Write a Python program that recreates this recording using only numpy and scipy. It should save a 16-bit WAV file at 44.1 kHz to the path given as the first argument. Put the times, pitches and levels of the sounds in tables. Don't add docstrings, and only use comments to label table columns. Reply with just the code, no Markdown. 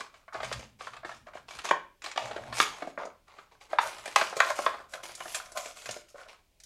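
import sys
import numpy as np
from scipy import signal
from scipy.fft import rfft, irfft, next_fast_len
from scipy.io import wavfile
from scipy.ndimage import uniform_filter1d, map_coordinates

SR = 44100
rng = np.random.default_rng(int(sys.argv[2]) if len(sys.argv) > 2 else 0)


def bounce(signal):
    frames = np.transpose(np.atleast_2d(signal))
    limited = np.clip(frames, -1, 1)
    pcm = np.round(limited * 32767).astype(np.int16)
    wavfile.write(sys.argv[1], SR, pcm)


N = 293473

# pitch_hz, width_hz, level_db
PACK_MODES = [(373, 15, -24.5), (641, 93, 0.5), (804, 71, -3.5), (1110, 98, 4), (1176, 160, 3),
              (1515, 250, 1), (1677, 100, -4.5), (2377, 96, -5.5), (2460, 65, -2), (3087, 140, -4),
              (3800, 1000, -10), (5140, 130, -32), (6950, 440, -12), (9450, 360, -20.5)]
# start_s, length_s, level_db, brightness_db_per_octave, swell_db, ring_db
SLIDES = [(-0.02, 0.043, -42, -3.5, -15.5, -51), (0.117, 0.059, -69, -2.5, 11, -64),
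          (0.324, 0.11, -54, -3, -9, -47), (0.417, 0.22, -52, -1, -8.5, -71),
          (0.786, 0.087, -53, -1.5, 0, -59), (0.92, 0.033, -58, -4.5, 4, -61),
          (1.048, 0.12, -58, -0.5, -7, -54), (1.258, 0.023, -62.5, -6.5, 0.5, -57),
          (1.339, 0.039, -58, -1, -6, -59.5), (1.475, 0.12, -52.5, -.5, 4, -62),
          (1.637, 0.058, -40, -2, -13, -49), (2.033, 0.059, -46.5, -1.5, -4.5, -58),
          (2.163, .11, -47, -2.5, -0.5, -53.5), (2.29, 0.56, -56.5, -5, -5.5, -53),
          (2.529, 0.083, -40.5, 0.5, 17, -52), (2.612, 0.22, -51.5, -2, -9, -57),
          (2.865, 0.021, -58, 0, -2, -53), (2.974, 0.057, -53, -6.5, 0, -35),
          (3.267, 0.15, -64.5, -4, 2.5, -64), (3.509, 0.012, -63, -5, 1, -70.5),
          (3.602, 0.02, -55.5, -2.5, -1, -64.5), (3.689, 0.044, -55, -5, 4.5, -65),
          (3.796, 0.088, -44.5, -0.5, 4.5, -42), (3.901, 0.15, -53, -2.5, -4.5, -52.5),
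          (4.048, 0.12, -52.5, -0.5, 3, -61.5), (4.171, 0.15, -42, -1.5, -13.5, -45.5),
          (4.346, 0.15, -46.5, -.5, 11.5, -37), (4.55, .11, -46.5, 0.5, -2, -42.5),
          (4.667, 0.15, -57.5, -4.5, -7.5, -45.5), (4.878, 0.047, -67, 2.5, 12.5, -62),
          (4.922, 0.032, -54, -1, 0, -37), (5.026, 0.096, -51, -.5, -6, -55),
          (5.169, .2, -53.5, 2, 10.5, -50), (5.387, 0.2, -64.5, 1.5, -1, -53),
          (5.55, 0.15, -52.5, 3, -4.5, -41), (5.75, .22, -54, 2, 1.5, -52),
          (6.079, 0.014, -65.5, 4.5, 2.5, -64), (6.15, .062, -61, -1.5, 9, -45),
          (6.275, .055, -58, -2, -5.5, -60)]
# frequency_hz, level_db
SCUFF_SPECTRUM = [(200, 0), (400, -2.5), (640, -7.5), (880, 1.5), (1100, -2), (1700, -12), (2200, -6.5),
                  (4000, -14.5), (6800, -17), (11400, -27), (15800, -44)]
SLIDE_BANDS = [400, 2000, 5000, 15000]
# frequency_hz, level_db
CRACK_SPECTRUM = [(150, -20.5), (500, -7), (1300, 1.5), (2200, -3), (6500, -16.5), (10000, -28),
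                  (13000, -43.5), (16000, -45)]
# start_s, level_db, brightness_db_per_octave, thump_db
TAPS = [(0.141, -58, -4.5, -71), (0.28, -60, -11, -63), (0.325, -65.5, -16, -78), (0.346, -50.5, -12, -50),
        (0.352, -51.5, -6.5, -37), (0.403, -46.5, -8.5, -39), (0.431, -40.5, -6, -39),
        (0.445, -41.5, -1, -59), (0.514, -43.5, -7.5, -34.5), (0.526, -36, 0.5, -53), (0.594, -51, 1, -46),
        (0.808, -58.5, -13.5, -55), (0.871, -48.5, -10, -54), (0.933, -51, -5.5, -77),
        (0.966, -51, -4.5, -75), (1.032, -63, -14.5, -56), (1.048, -47.5, -8, -41.5),
        (1.093, -51, -9.5, -71), (1.115, -52.5, -7.5, -66), (1.268, -58.5, -7, -50.5),
        (1.335, -57, -7.5, -66.5), (1.353, -55.5, -7.5, -40), (1.372, -55, -8.5, -61.5),
        (1.508, -46.5, -2, -67.5), (1.588, -43, -2.5, -58), (1.645, -48.5, -7.5, -44),
        (1.662, -44, -0.5, -51), (1.689, -36.5, -2.5, -52.5), (2.02, -49, 0, -66),
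        (2.042, -41.5, -1.5, -51), (2.061, -40, -2.5, -45), (2.114, -44, 0.5, -65), (2.16, -44, -5, -43),
        (2.311, -45.5, -6, -36.5), (2.363, -45, -5.5, -34), (2.526, -43, -6.5, -46),
        (2.822, -46, -8.5, -32.5), (2.873, -60, -10, -34), (2.976, -56, -16.5, -35.5),
        (3.032, -56.5, -10.5, -42.5), (3.053, -63, 9, -36.5), (3.387, -57, -9, -55),
        (4.057, -41, -0.5, -39), (4.077, -43, -2, -40), (4.213, -30, -6, -50), (4.218, -54, -0.5, -32.5),
        (4.327, -62.5, -20, -39), (4.367, -40.5, 3.5, -31), (4.39, -44.5, -2.5, -45.5),
        (4.742, -51.5, -10, -42.5), (4.8, -62, -11, -47), (4.936, -41, -1.5, -50),
        (5.034, -45.5, -1.5, -48), (5.093, -53, -4.5, -50), (5.151, -58, 11.5, -80), (5.204, -44, -6, -46),
        (5.256, -57.5, -13, -41.5), (5.346, -34.5, 1.5, -64), (5.354, -46.5, 7.5, -67),
        (5.4, -50.5, -9, -68), (5.458, -54, 2, -78), (5.519, -59.5, 8, -52.5), (5.573, -38.5, 1.5, -42.5),
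        (5.657, -45, 0, -44.5), (5.77, -54, -2, -58), (5.858, -42.5, 0, -52), (5.89, -40, -1, -36.5),
        (5.91, -56.5, 14.5, -69), (5.964, -73, -18, -40), (6.144, -73, -12, -45.5), (6.182, -72, -16, -62),
        (6.601, -62.5, 6.5, -88.5), (6.636, -64, 11, -92)]
TAP_BANDS = [150, 600, 2000, 5000, 14000]
# start_s, length_s, level_db, swell_db
LEANS = [(0.33, 0.13, -60, 6), (0.437, 0.15, -50, -2), (0.6, 1, -66.5, 2), (2.2, 0.43, -55.5, -3),
         (2.65, 0.29, -75, -6.5), (3.8, 1.8, -71, 0), (5.854, .08, -57.5, -4)]
# frequency_hz, level_db
RUMBLE_SPECTRUM = [(30, -14), (55, 4.5), (70, 4.5), (90, -7.5), (122, 9.5), (160, -8), (230, 0.5),
                   (330, -17.5), (500, -34), (900, -59.5)]
# start_s, pitch_semitones, thump_db, card_db, dome_db, crack_db, fizz_db
BUCKLES = [(1.71, -0.5, -34.5, -21, -19.5, -31, -42), (2.176, .5, -59.5, -27, -30, -31, -45),
           (2.6009, -0.6, -32, -32, -18.5, -23, -34.5), (3.7307, 0, -46, -27, -35.5, -48, -76),
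           (3.7858, 2.5, -44, -26.5, -17, -29.5, -54.5), (4.1601, -0.4, -41, -23, -17.5, -21.5, -28),
           (4.4027, -.5, -65, -25, -16, -24.5, -34.5), (4.5031, -1, -47.5, -29, -28.5, -40, -41.5),
           (4.5884, -1.5, -39.5, -29, -32.5, -53, -47.5), (4.6633, 0, -42, -27.5, -21, -32.5, -71)]
POP_BANDS = [150, 480, 900, 2000, 5000, 14000]
# start_s, length_s, level_db, swell_db
CARD_DRAGS = [(2.185, 0.11, -40, -0.5), (2.37, 0.16, -45.5, -4.5), (4.549, 0.15, -47, 2),
              (5.24, 0.085, -54, -8)]
# time_s, gain_db
HAND_SHADE = [(0, -5), (2.2, -6), (2.55, -1), (3.3, -6), (3.9, 4), (4.3, -1), (4.6, 1.5), (5.35, 6.5),
              (5.9, -1.5)]
# frequency_hz, t60_s
ROOM_DECAY = [(150, 0.66), (500, 0.25), (1400, 0.34), (3700, 0.34), (9000, 0.22), (15000, 0.23)]
# frequency_hz, level_db
HUSH_SPECTRUM = [(12, -38.5), (20, 1), (83, -8.5), (261, -19.5), (335, -21), (397, -19.5), (469, -21),
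                 (524, -18), (942, -24.5), (1320, -35), (2370, -24.5), (10700, -34), (15800, -36)]

SLIDE_ATTACK_S, SLIDE_RELEASE_DB_PER_S = 0.014, 259
PIVOT_HZ = 2940


def amp(db):
    return 10 ** (np.asarray(db) / 20)


def unit(x):
    return x / np.sqrt(np.mean(x ** 2) + 1e-20)


def along(points, hz):
    frequencies, values = np.transpose(points)
    return np.interp(np.log(hz + 1), np.log(frequencies + 1), values)


def octaves(edges):
    edges = np.array(edges)
    return np.log2(np.sqrt(edges[:-1] * edges[1:]) / PIVOT_HZ)


def wobble(rate_hz):
    knots = rng.standard_normal(int(N * rate_hz / SR) + 4)
    return map_coordinates(knots, [np.arange(N) * rate_hz / SR])


def filtered(x, response):
    length = x.shape[-1]
    padded = next_fast_len(length + 4096)
    return irfft(rfft(x, padded) * response(np.fft.rfftfreq(padded, 1 / SR)), padded)[..., :length]


def coloured(x, spectrum):
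    return unit(filtered(x, lambda hz: amp(along(spectrum, hz))))


def band(x, low_hz, high_hz):
    return signal.sosfilt(signal.butter(3, [low_hz, high_hz], "bandpass", fs=SR, output="sos"), x)


def gesture(start_s, length_s, level_db, swell_db, attack_s, release_db_per_s):
    t = np.arange(N) / SR - start_s
    held_db = level_db + swell_db * (np.clip(t / length_s, 0, 1) - 0.5)
    return np.clip(t / attack_s, 0, 1) * amp(held_db - release_db_per_s * np.maximum(t - length_s, 0))


def slide_envelopes():
    power = 1e-12
    for start_s, length_s, level_db, brightness, swell_db, ring_db in SLIDES:
        stroke = gesture(start_s, length_s, 0, swell_db, SLIDE_ATTACK_S, SLIDE_RELEASE_DB_PER_S)
        bands_db = level_db + brightness * octaves(SLIDE_BANDS)
        power = power + np.outer(amp([ring_db, *bands_db]), stroke) ** 2
    return np.sqrt(power)


def stick_slip(rate_hz, spread_db, smooth_db):
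    slips = (rng.random(N) < rate_hz / SR) * rng.choice([-1, 1], N)
    sizes = amp(spread_db * np.minimum(rng.exponential(size=N), 3.5))
    return unit(unit(slips * sizes) + amp(smooth_db) * rng.standard_normal(N))


def stutter(rate_hz, decay_s, depth):
    catches = (rng.random(N) < rate_hz / SR) * rng.uniform(0, depth, N)
    surges = signal.lfilter([1], [1, -np.exp(-1 / (decay_s * SR))], catches)
    return unit(1 + surges)


def drifting(x, depth_db):
    spectrogram = signal.stft(x, nperseg=512)[2]
    drift = uniform_filter1d(rng.standard_normal(spectrogram.shape), size=6, axis=0)
    drift = uniform_filter1d(drift, size=22, axis=1)
    return signal.istft(spectrogram * amp(depth_db * unit(drift)), nperseg=512)[1][:N]


def rubbing(envelopes):
    card_slips = stick_slip(rate_hz=900, spread_db=3.5, smooth_db=0.5)
    card_slips *= stutter(rate_hz=54, decay_s=0.0026, depth=3.0)
    card = drifting(coloured(card_slips, SCUFF_SPECTRUM), depth_db=1.35) * amp(0.73 * wobble(70))
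    skin_slips = stick_slip(rate_hz=1600, spread_db=7.5, smooth_db=3)
    skin = drifting(coloured(skin_slips, SCUFF_SPECTRUM), depth_db=2.4)
    layers = zip((card, card, skin), envelopes, SLIDE_BANDS, SLIDE_BANDS[1:])
    scuff, rasp, hiss = (envelope * unit(band(x, low, high)) for x, envelope, low, high in layers)
    return amp(-4.5) * scuff + amp(-1.08) * rasp + amp(-2.52) * hiss


def pack_ring(force, pitch_ratio, grip_db=0):
    pitches_hz, widths_hz, levels_db = np.transpose(PACK_MODES)
    gains = amp(levels_db + grip_db) * (-1) ** np.arange(len(PACK_MODES))
    modes = list(zip(pitches_hz * pitch_ratio, widths_hz, gains))
    return filtered(force, lambda hz: sum(gain * 1j * hz * width / (pitch**2 - hz**2 + 1j * hz * width)
                                          for pitch, width, gain in modes))


def judder(envelope):
    slips = stick_slip(rate_hz=700, spread_db=1.8, smooth_db=-4)
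    slips *= stutter(rate_hz=75, decay_s=0.0035, depth=4.5)
    ring = band(pack_ring(slips, pitch_ratio=0.93), 480, 1363)
    return amp(-4.0) * envelope * unit(drifting(ring, depth_db=3.5))


def strikes(rows, edges, rise_s, snap_t60_s, push_db, push_s, chatter_db, chatter_t60_s, crack_db,
            pitch_spread, grip_spread_db):
    size, onset, lead = 6144, SR // 100, SR // 2000
    t = np.arange(size) / SR
    snap, chatter = amp(-60 * t / snap_t60_s), amp(chatter_db - 60 * t / chatter_t60_s)
    burst = (1 - np.exp(-t / rise_s)) * (snap + chatter)
    push = amp(push_db) * unit(t * np.exp(-t / push_s))
    starts_s, semitones, *bands_db = np.transpose(rows)
    contacts = []
    for ratio in 2 ** (semitones / 12):
        force = push + unit(burst * rng.standard_normal(size))
        bent_ratio = ratio * np.exp(pitch_spread * rng.normal())
        ring = pack_ring(force, bent_ratio, grip_spread_db * rng.standard_normal(len(PACK_MODES)))
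        crack = burst * coloured(rng.standard_normal(size), CRACK_SPECTRUM)
        contacts.append(unit(ring) + amp(crack_db) * unit(crack))
    hits = 0
    for low, high, level_db in zip(edges, edges[1:], bands_db):
        part = band(np.array(contacts), low, high)
        gains = amp(level_db) / part[:, :onset].std(axis=1)
        hits = hits + part * gains[:, None]
    track = np.zeros(N + size)
    for start_s, hit in zip(starts_s, hits):
        at = max(0, round(start_s * SR) - lead)
        track[at:at + size] += hit
    return track[:N]


def crinkles(envelopes, count, spread_db, thump_db):
    jitter, strength = rng.random((count, 2)).T
    at = ((np.arange(count) + jitter) / count * (N - 1)).astype(int)
    low_db, mid_db, high_db = 20 * np.log10(envelopes[:, at]) + spread_db * (strength - 1)
    rows = np.column_stack([at / SR, np.zeros(count), low_db + thump_db, low_db, mid_db, high_db])
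    return amp(0.2) * strikes(
        rows, TAP_BANDS, rise_s=0.0002, snap_t60_s=0.014, push_db=-11, push_s=0.00014,
        chatter_db=-30.5, chatter_t60_s=0.06, crack_db=-0.5, pitch_spread=0.05, grip_spread_db=2)


def taps():
    colour_db = np.array([-0.8, 2.5, -1.5])
    rows = [(start_s, 0, thump_db, *(level_db + colour_db + brightness * octaves(TAP_BANDS[1:])))
            for start_s, level_db, brightness, thump_db in TAPS]
    return amp(-1.32) * strikes(
        rows, TAP_BANDS, rise_s=0.00063, snap_t60_s=0.047, push_db=-8, push_s=0.000095,
        chatter_db=-14.5, chatter_t60_s=0.12, crack_db=-3.5, pitch_spread=0.06, grip_spread_db=4)


def table_rumble():
    weight = sum(gesture(*lean, attack_s=0.05, release_db_per_s=151) for lean in LEANS)
    sway = unit(amp(2.2 * wobble(24)))
    return weight * sway * coloured(rng.standard_normal(N), RUMBLE_SPECTRUM)


def pops():
    return amp(1.0) * strikes(
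        BUCKLES, POP_BANDS, rise_s=0.00065, snap_t60_s=0.019, push_db=-5.5, push_s=0.00011,
        chatter_db=-21.0, chatter_t60_s=0.19, crack_db=-3.5, pitch_spread=0.0033, grip_spread_db=5.5)


def dragging(centre_hz=640):
    envelope = sum(gesture(*drag, SLIDE_ATTACK_S, SLIDE_RELEASE_DB_PER_S) for drag in CARD_DRAGS)
    slips = stick_slip(rate_hz=460, spread_db=2, smooth_db=0)
    slips *= stutter(rate_hz=90, decay_s=0.003, depth=4)
    hum = band(pack_ring(slips, pitch_ratio=0.96), centre_hz / 1.25, centre_hz * 1.25)
    return amp(-3.5) * envelope * unit(hum)


def hand_shadow(x, shelf_hz=8900):
    times_s, gains_db = np.transpose(HAND_SHADE)
    shelf_db = np.interp(np.arange(N) / SR, times_s, gains_db)
    treble = filtered(x, lambda hz: 1 - 1 / (1 + (hz / shelf_hz) ** 10))
    return x + (amp(shelf_db) - 1) * treble


def room(x, gap_s):
    anchors = np.linspace(0, N, num=14)
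    reverb = np.zeros(N)
    for share in np.eye(len(anchors)):
        hz, t, noise = signal.stft(rng.standard_normal(SR // 2), SR, nperseg=256)
        decay = amp(-60 * t / along(ROOM_DECAY, hz)[:, None])
        tail = signal.istft(noise * decay, SR, nperseg=256)[1]
        tail *= 1 - np.exp(-(np.arange(len(tail)) / SR / gap_s) ** 2)
        crossfade = np.sqrt(np.interp(np.arange(N), anchors, share))
        reverb += signal.oaconvolve(x * crossfade, tail / np.linalg.norm(tail))[:N]
    return reverb


def scene():
    envelopes = slide_envelopes()
    ring, friction = envelopes[0], envelopes[1:]
    sliding = dragging() + judder(ring) + rubbing(friction)
    creases = crinkles(friction, count=150, spread_db=9, thump_db=-11.5)
    direct = hand_shadow(sliding + creases + pops() + taps())
    hush = amp(-69.5) * coloured(rng.standard_normal(N), HUSH_SPECTRUM)
    return (direct + amp(-8.0) * room(direct, gap_s=0.0015) + table_rumble() + hush)[None]


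def record(dry):
    return filtered(dry, lambda hz: hz < 15900)


dry = scene()
out = record(dry)
bounce(out)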